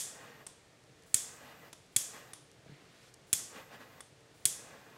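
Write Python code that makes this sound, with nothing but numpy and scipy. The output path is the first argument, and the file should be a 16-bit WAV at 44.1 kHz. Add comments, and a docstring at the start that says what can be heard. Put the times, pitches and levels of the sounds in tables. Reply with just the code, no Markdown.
"""Torch lighter on a weight plate

A butane torch is fired in short bursts over a plastic weight plate on a workbench. Each press snaps the
piezo igniter and lights the gas with a soft pop; the jet hisses and the flame rushes on the plastic until
the trigger clicks back. The plate is bumped and turned once. A small, hard room rings over a fan hum."""
import sys
import numpy as np
from scipy import signal
from scipy.fft import rfft, irfft, next_fast_len
from scipy.io import wavfile
from scipy.ndimage import uniform_filter1d, map_coordinates

SR = 44100
rng = np.random.default_rng(int(sys.argv[2]) if len(sys.argv) > 2 else 0)


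def to_wav(sig):
    """Store sig (one row per channel, or 1-D mono) as 16-bit WAV at the path in sys.argv[1].

    Samples outside -1..1 are clipped; the rate is SR.
    """
    pcm = np.clip(np.atleast_2d(sig), -1, 1) * 32767
    pcm = np.round(pcm).astype(np.int16)
    wavfile.write(sys.argv[1], SR, pcm.T)  # frames by channels


N = 219265
MS = 1e-3
T = np.arange(N) / SR
AGE = T[:SR * 3 // 4]  # seconds since a hit


def undb(db):
    """Decibels to gain."""
    return 10 ** (np.asarray(db) / 20)


def unit(x):
    """Scale to rms 1."""
    return x / np.sqrt(np.mean(x ** 2))


def unit_hit(x):
    """Scale a transient to the energy of one millisecond at rms 1."""
    return x / np.sqrt(np.sum(x ** 2) / (SR / 1000))


def fade(t60):
    """Exponential decay, 60 dB down after t60 seconds."""
    return np.exp(-np.log(1000) * AGE / t60)


def noise(size=N):
    """White noise."""
    return rng.standard_normal(size)


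def wander(rate):
    """Smooth random modulation at rms 1, with rate new values a second."""
    hold = int(SR / rate)
    steps = np.repeat(noise(N // hold + 1), hold)
    return unit(uniform_filter1d(uniform_filter1d(steps, hold), hold)[:N])


def tone(hz, rate):
    """A narrow, wavering tone at rms 1."""
    phase = 2 * np.pi * hz * T
    return unit(wander(rate) * np.sin(phase) + wander(rate) * np.cos(phase))


def eq(x, curve, peak_hz=9000, peak_db=0):
    """Minimum-phase EQ through (f/Hz, level/dB) points, plus one broad bell."""
    n = 2 * next_fast_len(len(x))
    hz = np.maximum(np.arange(n // 2 + 1) * SR / n, 1)
    curve_hz, curve_db = np.transpose(curve)
    bell_db = peak_db * np.exp(-((hz - peak_hz) / 1100) ** 2)
    db = np.interp(np.log(hz), np.log(curve_hz), curve_db) + bell_db
    cepstrum = irfft(np.log(undb(db)))
    cepstrum[1:n // 2] *= 2
    cepstrum[n // 2 + 1:] = 0
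    return irfft(rfft(x, n) * np.exp(rfft(cepstrum)))[:len(x)]


def noise_bed(curve):
    """Steady EQ'd noise at rms 1."""
    return unit(eq(noise(), curve))


def ring(modes, detune):
    """Decaying modes, slightly retuned by the grip at each hit."""
    out = np.zeros(len(AGE))
    for k, (hz, t60, db) in enumerate(modes):
        tuned_hz = hz * (1 + detune * rng.standard_normal())
        out += (-1) ** k * undb(db) * fade(t60) * np.sin(2 * np.pi * tuned_hz * AGE)
    return out


def contacts(envelope):
    """A spray of tiny impacts under an envelope, with a flat spectrum."""
    spray = noise(len(AGE)) * envelope
    for _ in range(2):
        whitened = irfft(np.exp(1j * np.angle(rfft(spray, 2 * len(AGE)))))
        spray = whitened[:len(AGE)] * np.sqrt(envelope / envelope.max())
    return spray


def add(out, s, x):
    """Mix x into out from s seconds on."""
    start = int(round(s * SR))
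    a, b = max(start, 0), min(start + len(x), len(out))
    if b > a:
        out[a:b] += x[a - start:b - start]


# Room air: f/Hz, level/dB
AIR_EQ = [(20, -32.5), (40, -17), (75, -11), (130, -2), (220, -12.5), (450, -10.5), (700, -14.5),
          (1000, -19), (1850, -19), (2300, -20), (5000, -24.5), (8500, -28), (12000, -38), (16000, -49)]
# Fan tones: f/Hz, level/dB
FAN_TONES = [(129, -79), (301, -78.5), (452, -75.5), (667, -82.5), (1830, -83), (3526, -88.5)]


def room_tone():
    """A bed of steady air under the wavering hum of a fan."""
    hum = sum(undb(db) * tone(hz, rate=12 + hz / 50) for hz, db in FAN_TONES)
    return noise_bed(AIR_EQ) * undb(-62.06 + 0.31 * wander(8.3)) + hum


def sway(hiss, depth_db, rate, bands=22):
    """A beam of hiss swings past the listener, so each band swells and fades on its own."""
    spectrum = rfft(hiss)
    place = np.linspace(0, bands, len(spectrum))
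    shares = (np.maximum(1 - np.abs(place - k), 0) for k in range(bands))
    return sum(irfft(spectrum * share, N) * undb(depth_db * wander(rate)) for share in shares)


# Gas bursts: valve open/s, shut/s, unlit gas/dB, lit jet/dB, rush on flat plastic/dB, whistle re rush/dB
GAS_BURSTS = [(-0.1, 0.428, -68, -71, -58.5, -8), (1.055, 1.685, -65.5, -67.3, -57.5, -21.5),
              (1.913, 2.313, -70.5, -68.5, -58.5, -16), (3.262, 3.998, -67, -70.5, -60, -27.5),
              (4.335, 5.107, -70, -71, -59, -27)]
# Swells as the flame sweeps a raised edge: centre t/s, boost/dB, length/s
EDGE_SWELLS = [(0.254, 5, .16), (1.482, 4.5, 0.11), (2.166, 6, 0.11), (3.578, 9, 0.11), (3.739, 9, 0.059),
               (3.82, 7, 0.046), (4.699, 2.5, .16)]
# Thin hiss of unlit gas: f/Hz, level/dB
UNLIT_EQ = [(500, -10.5), (4000, -5), (6000, -3), (7600, 2.5), (10000, 1.5), (12000, -7), (14000, -8.5),
            (15700, -2)]
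# Hiss of the lit jet: f/Hz, level/dB
JET_EQ = [(100, -19.5), (800, -6), (1800, -1.5), (4000, 1), (5500, -7), (7500, -1.5), (9600, -10.5),
          (11200, -4), (12800, 3), (14200, -1), (16000, -4.5)]
# Body of the flame rushing on plastic: f/Hz, level/dB
RUSH_EQ = [(20, -33.5), (80, -11), (250, -0.5), (550, 4.5), (900, -2.5), (1300, 0.5), (1800, -2),
           (2500, -6), (3400, -15.5), (4500, -18), (7500, -26.5), (10000, -30), (15000, -32)]
# Sizzle of the flame splitting on an edge: f/Hz, level/dB
SIZZLE_EQ = [(100, -30.5), (1500, -10), (3000, 2), (4500, -3.5), (7500, -10.5), (10000, -13.5),
             (15000, -20)]


def torch():
    """Gas hisses as the valve opens; lit, it rushes and whistles, louder and brighter on raised edges."""
    echo_ms, echo_gain = 1.1, 0.21
    flatness = 2.3  # 2 is a bell-shaped swell, more flattens the top
    swell_db = sum(db * np.exp(-np.abs(2 * (T - s) / length) ** flatness)
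                   for s, db, length in EDGE_SWELLS)
    rush = noise_bed(RUSH_EQ) * undb(1.18 * wander(70))
    sizzle = noise_bed(SIZZLE_EQ)
    whistle = tone(1865, rate=70)  # from the nozzle
    jet = sway(noise_bed(JET_EQ), depth_db=3, rate=14)
    unlit = noise_bed(UNLIT_EQ)
    out = np.zeros(N)
    for (opens, shuts, unlit_db, jet_db, flat_db, whistle_db), (spark_s, *_) in zip(GAS_BURSTS, SNAPS):
        # after the valve shuts, the sound dies away with the room
        valve = np.clip((T - opens) / .012, 0, 1) * np.exp(-np.maximum(T - shuts, 0) / 0.017)
        alight = np.clip((T - spark_s) / 0.063, 0, 1)
        rush_db = flat_db + swell_db
        sizzle_db = -56.5 + 2.2 * (rush_db + 50)  # climbs 2.2 dB per dB of rush
        flame = valve * alight * undb(rush_db) * (rush + undb(whistle_db) * whistle)
        # the echo off the plate combs the flame, and the teeth shift as the hand moves
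        lag = echo_ms * MS * SR * (1 + 0.038 * wander(5))
        echo = echo_gain * map_coordinates(flame, [np.arange(N) - lag], order=3)
        lit_hiss = alight * (undb(jet_db) * jet + undb(sizzle_db) * sizzle)
        unlit_hiss = (1 - alight) * undb(unlit_db) * unlit
        out += flame + echo + valve * (lit_hiss + unlit_hiss)
    return out


def early_reflections(x, wet):
    """Echoes from the bench and shelves ripple the spectrum of a steady sound."""
    echoes = noise(len(AGE)) * fade(.12) * (AGE > .002)
    reflected = signal.fftconvolve(x, echoes / np.linalg.norm(echoes))[:N]
    return (x + wet * reflected) / np.hypot(1, wet)


# Reverb time of the room: f/Hz, t60/s
ROOM_DECAY = [(200, 0.48), (1500, 0.39), (4000, 0.58), (7500, 0.5), (11000, 0.35), (15000, 0.18)]


def room_tail(curve, peak_hz, peak_db):
    """Diffuse tail of a click: it blooms within milliseconds and the top end dies first."""
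    spectrum = rfft(unit(eq(noise(len(AGE)), curve, peak_hz, peak_db)))
    hz = np.arange(len(spectrum)) * SR / len(AGE)
    centres, t60s = np.transpose(ROOM_DECAY)
    shares = (np.interp(hz, centres, band) for band in np.eye(len(t60s)))
    tail = sum(irfft(spectrum * share, len(AGE)) * fade(t60) for share, t60 in zip(shares, t60s))
    return tail * (1 - np.exp(-AGE / 0.0069))


# Igniter snaps: t/s, level/dB, rebound lag/ms, rebound re snap/dB, rattle re snap before its lift/dB,
# case ring re snap/dB, spring f/Hz, spring boost/dB, pop/dB, room tail/dB
SNAPS = [(-0.030, -31, 2.4, -5, -12, -10, 7500, 1, -42, -32),
         (1.143, -12.5, 1.84, -1, -16.5, -14, 7630, 7, -35, -32),
         (1.9629, -16.5, 3.1, 1, -15, -7.5, 8800, 0, -34, -32),
         (3.3292, -15.5, 0.76, -4, -7, -6.5, 8000, 0, -35.5, -32.5),
         (4.4542, -13, 3.7, -9, -12.5, -7.5, 10360, 5.5, -36.5, -32.5)]
# Bright crack of the hammer: f/Hz, level/dB
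CRACK_EQ = [(20, -52), (300, -22), (850, -33.5), (1500, -20.5), (2300, -14), (2900, -15), (4300, -13.5),
            (6000, -11), (6900, -3), (8000, -0.5), (10000, -3), (11200, -10), (14000, -15), (16000, -23.5)]
# Ring of the case and nozzle: f/Hz, t60/s, level/dB
CASE_MODES = [(2287, 0.026, -13), (3360, .05, -7), (4444, 0.015, -4.5), (5520, .025, -15.5),
              (6970, 0.015, -1.5), (6760, 0.037, -7), (7980, 0.029, -5), (9610, .02, 0.5),
              (9570, 0.017, -5.5)]
# The snap as the room returns it: f/Hz, level/dB
SNAP_TAIL_EQ = [(20, -45), (150, -13), (900, -20.5), (2200, -12.5), (2900, -13.5), (3450, -6),
                (3900, -13.5), (5200, -7), (6900, -0.5), (8200, -0.5), (10500, -3), (12500, -8),
                (15500, -15.5)]


def igniter():
    """The hammer hits the crystal and rebounds, the case rings and rattles, the gas lights with a pop."""
    rattle_lift_db = 5.5
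    out = np.zeros(N)
    for s, db, rebound_ms, rebound_db, rattle_db, ring_db, spring_hz, spring_db, pop_db, tail_db in SNAPS:
        for lag_ms, hit_db in ((0, db), (rebound_ms, db + rebound_db)):
            envelope = fade(0.0091) * (1 - np.exp(-AGE / 0.00063))
            crack = unit_hit(eq(contacts(envelope), CRACK_EQ, spring_hz, spring_db))
            case = undb(ring_db) * unit_hit(ring(CASE_MODES, detune=.008))
            add(out, s + lag_ms * MS, undb(hit_db) * (crack + case))
        # loose plastic parts rattle on, with more body than the steel hammer
        rattle = eq(contacts(fade(0.017) * AGE), CRACK_EQ, peak_hz=1900, peak_db=3.5)
        add(out, s + 0.0035, undb(db + rattle_db + rattle_lift_db) * unit_hit(rattle))
        add(out, s + 0.0018, undb(pop_db) * gas_pop())
        add(out, s, undb(tail_db) * room_tail(SNAP_TAIL_EQ, spring_hz, .3 * spring_db))
    return out


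def gas_pop():
    """The flame front shoves the air, which swings back once or twice."""
    thump = np.sin(2 * np.pi * 122 * AGE) * fade(0.037)
    punch = 0.692 * np.sin(2 * np.pi * 290 * AGE) * fade(0.013)
    return signal.sosfilt(signal.butter(2, 85, "high", fs=SR, output="sos"), thump + punch)


# Trigger releases: t/s, click before its lift/dB, latch lag/ms, latch re click/dB,
# spring f/Hz, spring boost/dB, grip ring/dB, room tail/dB
TRIGGER_CLICKS = [(0.466, -41.5, 2.8, 0.5, 8600, 10.5, -52, -54.5),
                  (1.7287, -45.5, 2.37, 0, 10100, 2, -51.5, -58.5),
                  (2.3335, -40.5, 1.406, -3, 9660, 11.5, -45, -54),
                  (4.0053, -45.5, 2.9, -2, 8880, 11, -41.5, -59.5)]
# Trigger click and its tail: f/Hz, level/dB
CLICK_EQ = [(200, -5), (600, -7.5), (1100, 2.5), (1700, -6.5), (2800, -5.5), (3450, 2), (4100, -6.5),
            (5400, -2), (7000, -2), (10000, -3.5), (12500, -14.5), (15500, -20)]
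# Ring of the plastic grip and spring: f/Hz, t60/s, level/dB
GRIP_MODES = [(1090, 0.02, 3.5), (1910, 0.016, 6), (3540, 0.057, -2), (5470, .07, -9), (6370, .025, -10),
              (10240, .07, -6)]


def trigger():
    """The trigger springs back and latches with a double click that rings the grip."""
    lift_db = 4
    out = np.zeros(N)
    for s, db, latch_ms, latch_db, spring_hz, spring_db, grip_db, tail_db in TRIGGER_CLICKS:
        for lag_ms, hit_db in ((0, db), (latch_ms, db + latch_db)):
            envelope = fade(0.029) * (1 - np.exp(-AGE / 0.00033))
            click = eq(contacts(envelope), CLICK_EQ, spring_hz, spring_db)
            add(out, s + lag_ms * MS, undb(hit_db + lift_db) * unit_hit(click))
        add(out, s, undb(grip_db) * unit_hit(ring(GRIP_MODES, detune=0.015)))
        add(out, s, undb(tail_db) * room_tail(CLICK_EQ, spring_hz, 0.56 * spring_db))
    return out


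# Handling ticks: t/s, level/dB
GRIP_TICKS = [(0.838, -63), (1.024, -60), (1.036, -59), (1.865, -64), (2.5157, -54), (3.1401, -51),
              (3.1428, -49.5), (4.207, -62)]
# Thin, bright tick of plastic: f/Hz, level/dB
TICK_EQ = [(500, -21.5), (3000, -9.5), (5000, 6.5), (10000, 5), (15000, -20.5)]


def handling():
    """The plastic grip ticks lightly in the hand."""
    out = np.zeros(N)
    for s, db in GRIP_TICKS:
        add(out, s, undb(db) * unit_hit(eq(contacts(fade(0.006)), TICK_EQ)))
    return out


# Body of the scrape on wood: f/Hz, level/dB
SCRAPE_EQ = [(60, -14), (300, 10), (900, 0), (1800, 4.5), (3000, 0), (4500, -3), (6500, -18), (10000, -24),
             (15000, -27)]
# Its gritty top end: f/Hz, level/dB
GRIT_EQ = [(1000, -10), (4000, 4.5), (7500, -1), (11000, -6), (15000, -18)]


def plate_scrape():
    """The plate jerks into a turn and scrapes over the wood, grittier as it comes to rest."""
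    start_s, grit_full_s, stop_s = 2.635, 3.045, 3.09
    attack_s, release_s = .045, .025
    moving = np.clip((T - start_s) / attack_s, 0, 1) * np.exp(-np.maximum(T - stop_s, 0) / release_s)
    scrape_db = -62 - 12 * np.maximum(T - start_s, 0)  # sags 12 dB/s
    grit_db = -65.5 - 55 * np.maximum(grit_full_s - T, 0)  # builds 55 dB/s
    rub = undb(scrape_db) * noise_bed(SCRAPE_EQ) + undb(grit_db) * noise_bed(GRIT_EQ)
    return rub * moving * undb(0.6 * wander(50))


# Bumps on the bench: t/s, peak before its lift/dB, contact/ms
PLATE_BUMPS = [(2.66, -51.5, 1.05), (2.691, -49, 2.7), (2.718, -53.5, 3)]
# Low ring of the plate: f/Hz, t60/s, level/dB
PLATE_MODES = [(142.4, .2, 4), (192, 0.1, -0.5), (300, .07, 1.5), (444, 0.074, 0.5), (660, 0.067, 1)]


def plate_knocks():
    """The plate bumps the bench; a softer contact pushes for longer and leaves only the low modes."""
    lift_db = 4
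    out = np.zeros(N)
    for s, db, contact_ms in PLATE_BUMPS:
        push = np.hanning(int(contact_ms * MS * SR) + 2)
        knock = signal.fftconvolve(ring(PLATE_MODES, detune=0.018), push)
        add(out, s, undb(db + lift_db) * knock / np.abs(knock).max())
    return out


def scene():
    """The mono mix, heard from above the bench."""
    lighter = early_reflections(torch(), wet=.5) + igniter() + trigger() + handling()
    return (room_tone() + lighter + plate_scrape() + plate_knocks())[None]


def record(dry):
    """A steep low-pass trims the very top."""
    cutoff_hz = 15720
    return signal.sosfilt(signal.ellip(10, .2, 80, cutoff_hz, fs=SR, output="sos"), dry)


dry = scene()
out = record(dry)
to_wav(out)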